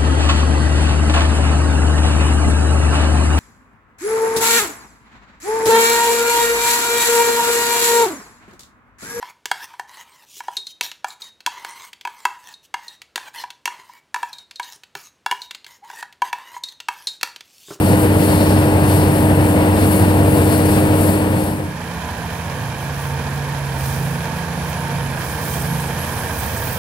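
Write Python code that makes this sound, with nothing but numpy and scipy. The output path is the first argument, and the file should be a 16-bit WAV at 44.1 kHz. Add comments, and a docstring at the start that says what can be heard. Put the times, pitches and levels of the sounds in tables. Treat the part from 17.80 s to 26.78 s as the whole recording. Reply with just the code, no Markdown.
"""On a farm at maize harvest, a forage harvester chops at full load: its diesel and cutter drum drone in the
blower's roar, two turbochargers whistle, and crop hisses from the spout in wads.
It fades over into a tractor creeping closer over a silage clamp with its trailer. Six cylinders thrum
and clatter, the turbo whistle follows the load, chopped crop slides and rustles, and steel chirps."""
import sys
import numpy as np
from scipy import signal
from scipy.fft import rfft, irfft, next_fast_len
from scipy.io import wavfile
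from scipy.ndimage import map_coordinates

SR = 44100
rng = np.random.default_rng(int(sys.argv[2]) if len(sys.argv) > 2 else 0)


def pcm_store(signal):
    """Save signal as 16-bit PCM."""
    levels = np.round(np.clip(np.atleast_2d(signal), -1, 1) * 32767)
    wavfile.write(sys.argv[1], SR, levels.astype(np.int16).T)


N = 396018


def amp(db):
    """Amplitude ratio of a level in decibels."""
    return 10 ** (np.asarray(db) / 20)


def unit(x):
    """Normalisation to rms 1."""
    return x / np.sqrt(np.mean(x ** 2) + 1e-20)


def curves(rows):
    """Linear interpolation: one value per sample for each column after the time."""
    times, *columns = np.transpose(rows)
    return [np.interp(np.arange(N) / SR, times, column) for column in columns]


def wobble(rate):
    """Smooth random modulation, with rate knots a second."""
    knots = rng.standard_normal(int(N * rate / SR) + 4)
    return map_coordinates(knots, [np.arange(N) * rate / SR], mode="nearest")


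def swells(rows):
    """Incoherent sum: powers of bell-shaped swells (time [s], half-power length [s], level [dB]) add."""
    t = np.arange(N) / SR
    return sum(amp(db) ** 2 * .5 ** ((2 * (t - s) / length) ** 2) for s, length, db in rows)


def filtered(x, response):
    """Linear filtering: the spectrum of x times a frequency response."""
    size = next_fast_len(N + 8192)
    return irfft(rfft(x, size) * response(np.fft.rfftfreq(size, 1 / SR)), size)[..., :N]


def below(hz, edge_hz):
    """Gain of a tenth-order low-pass."""
    return 1 / np.sqrt(1 + (hz / edge_hz) ** 20)


def split(x, edge_hz):
    """Crossover: the bands under and over an edge, each at rms 1."""
    low = filtered(x, lambda hz: below(hz, edge_hz))
    high = filtered(x, lambda hz: np.sqrt(1 - below(hz, edge_hz) ** 2))
    return np.array([unit(low), unit(high)])


def resonant(x, body):
    """A body's resonances and antiresonances colour x; the result has rms 1."""
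    gain_db = lambda hz: sum(db * np.exp(-((hz - centre) / width) ** 2) for centre, width, db in body)
    return unit(filtered(x, lambda hz: amp(gain_db(hz))))


def pan(lean_db):
    """Constant-power panning: the left gain exceeds the right by lean_db."""
    gains = amp(np.array([np.atleast_1d(lean_db), -np.atleast_1d(lean_db)]) / 2)
    return gains / np.sqrt(np.mean(gains ** 2, axis=0))


def aslant(x, lead_ms, bass_rad):
    """Interchannel phase difference: the left leads in time, and by a further angle in the bass."""
    bass = lambda hz: bass_rad * hz / (hz + 20) / (1 + (hz / 900) ** 2)
    phase = lambda hz: 2 * np.pi * hz * lead_ms / 1000 + bass(hz)
    return filtered(x, lambda hz: np.exp(np.array([[1j], [-1j]]) * phase(hz) / 2))


def rush(colour, drive=1, lead_ms=0):
    """Partly coherent stereo noise of rms 1, modulated by drive, then coloured; the left leads."""
    knots_hz, level, lean, coherence = np.transpose(colour)
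    size = next_fast_len(N + 8192)
    hz = np.fft.rfftfreq(size, 1 / SR) + 1
    along = lambda column: np.interp(np.log(hz), np.log(knots_hz), column)
    band = below(hz, knots_hz[-1] * 1.1) * below(knots_hz[0] / 1.1, hz)
    angle = np.arccos(np.clip(along(coherence), 0, 1)) / 2
    mid, side = rfft(drive * rng.standard_normal((2, N)), size)
    pair = np.cos(angle) * mid + np.array([[1], [-1]]) * np.sin(angle) * side
    delay = np.exp(np.array([[1j], [-1j]]) * np.pi * hz * lead_ms / 1000)
    return unit(irfft(pair * delay * pan(along(lean)) * amp(along(level)) * band, size)[:, :N])


def narrow(centre_hz, width_hz):
    """Random excitation of one resonance, in stereo at rms 1."""
    response = lambda hz: 1 / (1 + ((hz - centre_hz) / width_hz) ** 2) ** 2
    return unit(filtered(rng.standard_normal((2, N)), response))


def tone(turns, waver_db, rate):
    """A sinusoid of rms 1 under random amplitude modulation."""
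    return unit(amp(waver_db * wobble(rate)) * np.sin(2 * np.pi * (turns + rng.random())))


def whistle(hz, jitter_hz, waver_db):
    """Random frequency modulation broadens a tone into a slightly fuzzy line."""
    return tone(np.cumsum(hz + jitter_hz * wobble(200)) / SR, waver_db, rate=25)


def grains(rate, life_s, spread_db):
    """Shot noise: an rms-1 envelope of many tiny impacts, a few of them large."""
    hits = (rng.random(N) < rate / SR) * amp(spread_db * np.minimum(rng.exponential(size=N), 4))
    return unit(np.sqrt(signal.lfilter([1], [1, -np.exp(-1 / (life_s * SR))], hits ** 2)))


def cycles(speed, flutter):
    """Phase is the integral of speed: one four-stroke cycle for two turns of the crank."""
    rpm, = curves(speed)
    return np.cumsum(rpm * (1 + flutter * wobble(14))) / (120 * SR)


def firings(cycle, decay, scatter_db, count):
    """An envelope of count exponential decays a cycle, each of random strength."""
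    stroke, since = np.divmod(cycle * count, 1)
    strength = amp(scatter_db * rng.standard_normal(4096))[stroke.astype(int) % 4096]
    return unit(strength * np.exp(-since / decay))


def nearness():
    """Spherical spreading: the approaching tractor's gain goes as one over distance, and is 1 at 6.5 s."""
    distance_m, creep_m_per_s = 20, 0.98
    return distance_m / np.maximum(distance_m - creep_m_per_s * (np.arange(N) / SR - 6.5), 1)


def trailer_chirps():
    """Friction of steel on steel briefly excites two close, high modes."""
    # rubs on the trailer: (time [s], level [dB])
    rubs = [(7.499, -40), (7.64, -41), (7.70, -37), (7.735, -35), (7.81, -36), (8.015, -38), (8.066, -34),
            (8.24, -38), (8.485, -37), (8.593, -33), (8.642, -39), (8.77, -32), (8.877, -39), (8.927, -39)]
    t = np.arange(N) / SR
    envelope = sum(amp(db) * np.exp(-((t - s - .004) / 0.013) ** 2) for s, db in rubs)
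    return envelope * rush([(7700, -10, -5, .5), (8446, 2, -10, 0.53), (8856, -14, -4, .6),
                            (9240, -3, -3, .6), (9600, -20, -3, .5)])


def silage():
    """Granular impacts: crop slides in spurts; hard ones ring the trailer wall and scrape lower down."""
    # sliding crop: (time [s], length [s], fizz over the trickle [dB], rustle over the trickle [dB])
    spurts = [(4.55, .07, 4, -5), (4.83, .07, 0, -6), (5.02, 0.065, 3.5, -6), (5.23, .1, 6, 0),
              (5.56, .04, 3, -6), (5.93, .06, 0, -9), (6.08, 0.12, 11, 6.5), (6.23, .2, 7, 1),
              (6.58, 0.061, 2, -7), (6.9, .06, 6, -7), (7.48, .14, 8, 2), (7.72, .16, 14, 5),
              (7.96, 0.26, 5, 2.5), (8.35, .25, 6, 2), (8.62, 0.11, 13, 0), (8.87, .35, 14, -1.5)]
    # rustle spectrum: (frequency [Hz], density [dB], left minus right [dB], coherence [0-1])
    colour = [(8100, -4, -13, 0.13), (9000, -4, 2, 0.056), (9950, 2.5, 1, 0.033), (12100, -1.5, 1.5, 0.034),
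              (13450, -6, -2, 0.16), (14200, -2, -9, 0.34), (15600, -3, -8, .3)]
    # trailer wall's peaks and hollows: (frequency [Hz], width [Hz], gain [dB])
    wall = [(8560, 260, 8), (9220, 180, 8), (12900, 400, -2), (13600, 170, 3), (14303, 430, 7),
            (15450, 250, 4)]
    fine = 1 + swells((s, length, db) for s, length, db, _ in spurts)
    coarse = 1 + swells((s, length, db) for s, length, _, db in spurts)
    force = np.clip(10 * np.log10(fine) / 11 + .1, 0, 1)
    trickle = 0.5 + .5 * grains(rate=920, life_s=0.0015, spread_db=4)
    soft = split(rush(colour, trickle), edge_hz=12200)
    patter = 5 + 1.3 * grains(rate=330, life_s=0.0015, spread_db=7)
    hard = split(resonant(rush(colour, patter), wall), edge_hz=12600)
    rustle, fizz = np.sqrt(1 - force) * soft + np.sqrt(force) * hard
    scrape = amp(-2.5) * force * rush([(4000, -3, -9, .2), (5520, 1.5, -16, .2), (8000, -4, -15, .2)])
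    crop = amp(-40.5) * np.sqrt(coarse) * (rustle + scrape) + amp(-47.5) * np.sqrt(fine) * fizz
    return nearness() ** 2.5 * crop


def transmission_whine():
    """The tractor's transmission radiates a narrow spectral line in short spells."""
    # spells of whine: (time [s], length [s], frequency [Hz], level [dB])
    spells = [(4.27, 0.33, 1000, -35.5), (5.382, 0.28, 905, -37.5), (6.581, 0.21, 896, -35),
              (7.08, 0.27, 910, -33)]
    return sum(np.sqrt(swells([(s, length, db)])) * whistle(hz, jitter_hz=9.1, waver_db=2)
               for s, length, hz, db in spells)


def tractor_turbo(hz, boost_khz):
    """Directivity: the whistle grows steeply as its beam nears, and also with turbo speed."""
    # flares of the whistle: (time [s], length [s], level over the usual [dB])
    flares = [(6.81, .06, 3), (7.92, 0.091, 8), (8.21, 0.05, 9)]
    beam = nearness() ** 3.8 * np.sqrt(1 + swells(flares))
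    return amp(-49 + 3 * boost_khz) * beam * whistle(hz, jitter_hz=65, waver_db=2.2)


def tractor_rumble(cycle, boost_khz):
    """Amplitude modulation: low noise pulses at the firing rate and grows with load."""
    # rumble spectrum: (frequency [Hz], density [dB], left minus right [dB], coherence [0-1])
    colour = [(22, -28, -0.8, 0.97), (45, -13, -1.0, 0.98), (75, -6, 1, 0.96), (149, -7, -4.5, 0.94),
              (203, -7.5, 0, 0.91), (265, -11.5, -5, 0.96), (358, -15.5, -2, 0.94)]
    pulses = 1 + .5 * firings(cycle, decay=.5, scatter_db=3, count=6)
    return amp(-29.5 + 1.1 * boost_khz) * rush(colour, pulses, lead_ms=-0.017)


def tractor_clatter(cycle, boost_khz):
    """Impact excitation: injectors strike the block's modes once a firing, valves twice as often."""
    # clatter spectrum: (frequency [Hz], density [dB], left minus right [dB], coherence [0-1])
    colour = [(387, -13.5, -1, 0.68), (469, -0.7, -4.5, 0.96), (548, -6.5, -4.5, 0.91),
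              (844, -4, -3.5, 0.84), (980, -3.5, -3.5, 0.93), (1306, -11.5, -2.5, 0.14),
              (1690, -4.5, -4.5, 0.68), (2045, -15, -4, 0.26), (2380, -10, -4, 0.66),
              (2830, -17.5, -12, 0.35), (3020, -16, -8, 0.47), (3820, -19, -10, 0.47),
              (6600, -22, -20, 0.19), (8200, -27, -5, 0.87)]
    # engine block's peaks and hollows: (frequency [Hz], width [Hz], gain [dB])
    block = [(491, 29, 0.5), (906, 19, 4), (965, 7.6, -1), (1623, 43, 2), (1720, 22, -4), (1820, 50, 1.5),
             (3130, 52, 5)]
    injectors = 0.23 * firings(cycle, decay=1, scatter_db=5, count=6)
    valves = 0.25 * firings(cycle, decay=1, scatter_db=4.5, count=12)
    knocks = rush(colour, 1 + injectors + valves, lead_ms=-0.047)
    return amp(-25.5 + 0.65 * boost_khz) * resonant(knocks, block)


def stack_puffs(cycle):
    """A pulse train: six cylinders each send a blunt puff up the stack, no two equally strong."""
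    rise_share, scatter_db = .12, 3.5
    stroke, since = np.divmod(cycle * 6, 1)
    age = since / rise_share
    strength = amp(scatter_db * np.clip(rng.standard_normal(4096), -2, 2))[stroke.astype(int) % 4096]
    return unit(filtered(-strength * age * np.exp(-age), lambda hz: below(46, hz + 1) * below(hz, 370)))


def tractor_thrum(cycle):
    """Superposition: tones follow the crank, and two exhaust orders boom over the stack's puffs."""
    # engine tones, plus a faint wavering tone near 700 Hz that fills out the midrange:
    # (rate [per four-stroke cycle], level [dB])
    partials = [(5, -36), (6, -34), (7, -38), (8, -35.5), (9, -43.5), (15, -45.5), (17, -40.5), (20, -56),
                (30, -49.5), (45, -48), (50.5, -43.5)]
    # booming exhaust orders: (time [s], tenth order level [dB], twelfth order level [dB])
    boom = [(3.9, -27, -27), (4.35, -45, -31.5), (4.8, -27.5, -33), (5.5, -23, -36.5), (6.05, -21.5, -38),
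            (6.25, -21, -24.5), (6.7, -32, -26), (7.2, -22.5, -28.5), (7.6, -33.5, -32.5), (7.9, -23, -22),
            (8.35, -29.5, -34.5), (8.6, -38, -40), (8.9, -28.5, -38)]
    tenth_db, twelfth_db = curves(boom)
    tones = sum(amp(db) * tone(multiple * cycle, waver_db=3.5, rate=5) for multiple, db in partials)
    tones += amp(tenth_db) * tone(10 * cycle, waver_db=0.8, rate=11)
    tones += amp(twelfth_db) * tone(12 * cycle, waver_db=1.3, rate=15)
    return tones + amp(-36.5) * nearness() * stack_puffs(cycle)


def tractor():
    """Phase locking: one crank times thrum, rumble and clatter; turbo speed stands for the load."""
    # crankshaft: (time [s], speed [rpm])
    speed = [(3.9, 1702), (4.7, 1677), (5.2, 1684), (5.75, 1703), (5.95, 1611), (6.1, 1617), (6.3, 1653),
             (6.55, 1669), (6.9, 1696), (7.2, 1686), (7.55, 1543), (7.75, 1602), (7.95, 1656), (8.45, 1631),
             (8.9, 1572)]
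    # turbo whistle: (time [s], frequency [Hz])
    turbo_pitch = [(4.6, 10240), (5.9, 10050), (6.25, 10540), (6.65, 10900), (7.45, 10920), (7.9, 11280),
                   (8.25, 11300), (8.6, 10950), (8.98, 10500)]
    cycle = cycles(speed, flutter=.003)
    turbo_hz, = curves(turbo_pitch)
    boost_khz = (turbo_hz - 10600) / 1000
    thrum = tractor_thrum(cycle) * pan(-3)
    engine = nearness() * (tractor_rumble(cycle, boost_khz) + tractor_clatter(cycle, boost_khz))
    whine = transmission_whine() * pan(-5)
    return thrum + engine + whine + tractor_turbo(turbo_hz, boost_khz) * pan(2.2)


def twin_turbos():
    """Two turbochargers at full boost radiate tones slightly apart in frequency."""
    # whistles: (frequency [Hz], level [dB], jitter [Hz])
    turbos = [(8156, -42.3, 14), (8216, -45, 35)]
    return sum(amp(db) * whistle(hz + 8 * wobble(3), jitter_hz, waver_db=2)
               for hz, db, jitter_hz in turbos)


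def spout(flow):
    """Comb filtering: a short reflection ripples the hiss of crop; thick wads ring the steel wall."""
    # spray spectrum: (frequency [Hz], density [dB], left minus right [dB], coherence [0-1])
    colour = [(7100, -11, 14, 0.46), (8070, -1.3, 28, 0.33), (9850, 0.5, 38, 0.27), (11500, -0.7, 27, 0.4),
              (13000, -4.5, 17, 0.4), (15600, -8, 7.8, 0.46)]
    # wall modes: (frequency [Hz], width [Hz], level [dB])
    modes = [(10000, 130, -12.5), (10600, 150, -15), (11420, 160, -14.5)]
    patter = 3.5 + 0.61 * grains(rate=1600, life_s=0.00087, spread_db=8)
    spray = rush(colour, patter, lead_ms=0.196)
    ripple_db = lambda hz: 2 * np.cos(2 * np.pi * (hz - 9980) / 700) * np.exp(-((hz - 11000) / 1600) ** 2)
    hiss = unit(filtered(spray, lambda hz: amp(ripple_db(hz))))
    ring = sum(amp(db + 1.6 * wobble(9)) * narrow(centre, width) for centre, width, db in modes)
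    return amp(-32) * flow * hiss + amp(-34.8) * flow ** 1.96 * ring * pan(24)


def drum_rasp(cutting):
    """Forced resonance: the drum housing rasps as it chops."""
    return amp(-56 + wobble(8.86)) * cutting ** 1.86 * narrow(centre_hz=4370, width_hz=250)


def blower(cutting):
    """Lumpy feed modulates a broadband roar, coloured by the housing; the treble surges with chopping."""
    # roar spectrum: (frequency [Hz], density [dB], left minus right [dB], coherence [0-1])
    colour = [(22, -26.4, 1.7, 0.97), (45, -14, -1, 0.9), (77, -2.5, 1.5, 0.98), (140, 0.5, 0.5, 1),
              (255, -5, 0, 0.98), (414, -8, 1.5, 0.87), (483, -4.5, 3, 0.93), (920, -11, 3, 0.98),
              (1170, -18, 3, 1), (1790, -19.5, 7.5, 0.64), (3320, -27.5, 0.5, 0.52),
              (4410, -22.5, -0.5, 0.54), (6100, -29, 0, 0.9), (7060, -34.5, 23, 0.5)]
    # housing's peaks and hollows: (frequency [Hz], width [Hz], gain [dB])
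    housing = [(397, 22, -1), (476, 31, 2), (728, 24, -4), (930, 75, 1.5), (2100, 56, -3.5), (3020, 120, 0),
               (3300, 170, -3), (3680, 90, -1), (3950, 120, -2.5), (4370, 200, 1)]
    feed = amp(0.77 * wobble(45))
    roar, chop = split(resonant(rush(colour, feed, lead_ms=0.22), housing), edge_hz=3260)
    return amp(-15.5) * aslant(roar, lead_ms=0, bass_rad=0.18) + amp(-41.5) * cutting ** 0.84 * chop


def harvester_drive():
    """Rotational orders: fixed belt and gear ratios lock cutter drum and gear mesh to the diesel."""
    # crankshaft: (time [s], speed [rpm])
    speed = [(0.05, 1896), (0.3, 1906), (0.55, 1879), (0.8, 1896), (1.05, 1888), (1.8, 1870), (2.1, 1896),
             (2.4, 1882), (3.0, 1892)]
    # diesel lines: (order [per four-stroke cycle], level [dB])
    orders = [(5, -57), (6, -18), (7, -34.5), (9, -33), (12, -25.5), (13, -28.5), (15, -31.5), (17, -38),
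              (18, -34.5)]
    # driven lines: (cutter drum, its sum tone with the diesel, gear mesh), each [per four-stroke cycle]
    ratios = (19.43, 25.43, 176.1)
    cycle = cycles(speed, flutter=0.0015)
    drum_turns, sum_turns, gear_turns = np.outer(ratios, cycle)
    diesel = sum(amp(db) * tone(order * cycle, waver_db=1, rate=20) for order, db in orders)
    drum = amp(-19.5) * tone(drum_turns, waver_db=0.2, rate=12)
    drum += amp(-31.5) * tone(sum_turns, waver_db=1.5, rate=4)
    gear = amp(-50.5) * tone(gear_turns, waver_db=2.5, rate=7)
    return aslant(diesel * pan(-0.71) + drum * pan(-.3), lead_ms=0.18, bass_rad=0.11) + gear


def harvester():
    """Superposition: machine tones stand in the noise of blower, drum and spout, which wads modulate."""
    # wads of crop: (time [s], length [s], flow over even feed [dB], cutting over even feed [dB])
    wads = [(0.09, 0.096, 3, 5), (0.22, 0.064, 3.5, -1), (0.47, 0.18, 3.5, 3.5), (0.66, 0.26, -1, 6),
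            (1.13, 0.11, 4.5, 5), (1.22, .08, -4, 3), (1.37, 0.13, 0.5, -1), (1.68, 0.094, -0.5, -8),
            (2.02, 0.1, 1, 3), (2.15, .12, 5.5, 2), (2.3, .1, -4, -1), (2.57, 0.15, 3, 0),
            (2.73, 0.12, 4, 5.5), (2.93, 0.16, 3, 4), (3.27, .16, 6, 4), (3.65, .16, 4, 4)]
    flow = np.sqrt(1 + swells((s, length, db) for s, length, db, _ in wads))
    cutting = np.sqrt(1 + swells((s, length, db) for s, length, _, db in wads))
    return harvester_drive() + blower(cutting) + drum_rasp(cutting) + spout(flow) + twin_turbos() * pan(24)


def scene():
    """Cross-fade: near 4 s the harvester gives way to the tractor, faint beneath it until then."""
    leaving, = curves([(3.08, 1), (3.5, 0.7), (3.8, 0.32), (3.98, 0.0077)])
    arriving, = curves([(3.1, 0.2), (3.8, 0.28), (4.0, 0.64), (4.15, 0.75)])
    return leaving * harvester() + arriving * (tractor() + silage() + trailer_chirps())


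def record(dry):
    """Soft saturation rounds the highest peaks, and a band limit removes the extreme treble."""
    ceiling, top_hz = .96, 15780
    rounded = dry / (1 + np.abs(dry / ceiling) ** 10) ** (1 / 10)
    return filtered(rounded, lambda hz: hz < top_hz)


dry = scene()
out = record(dry)
pcm_store(out)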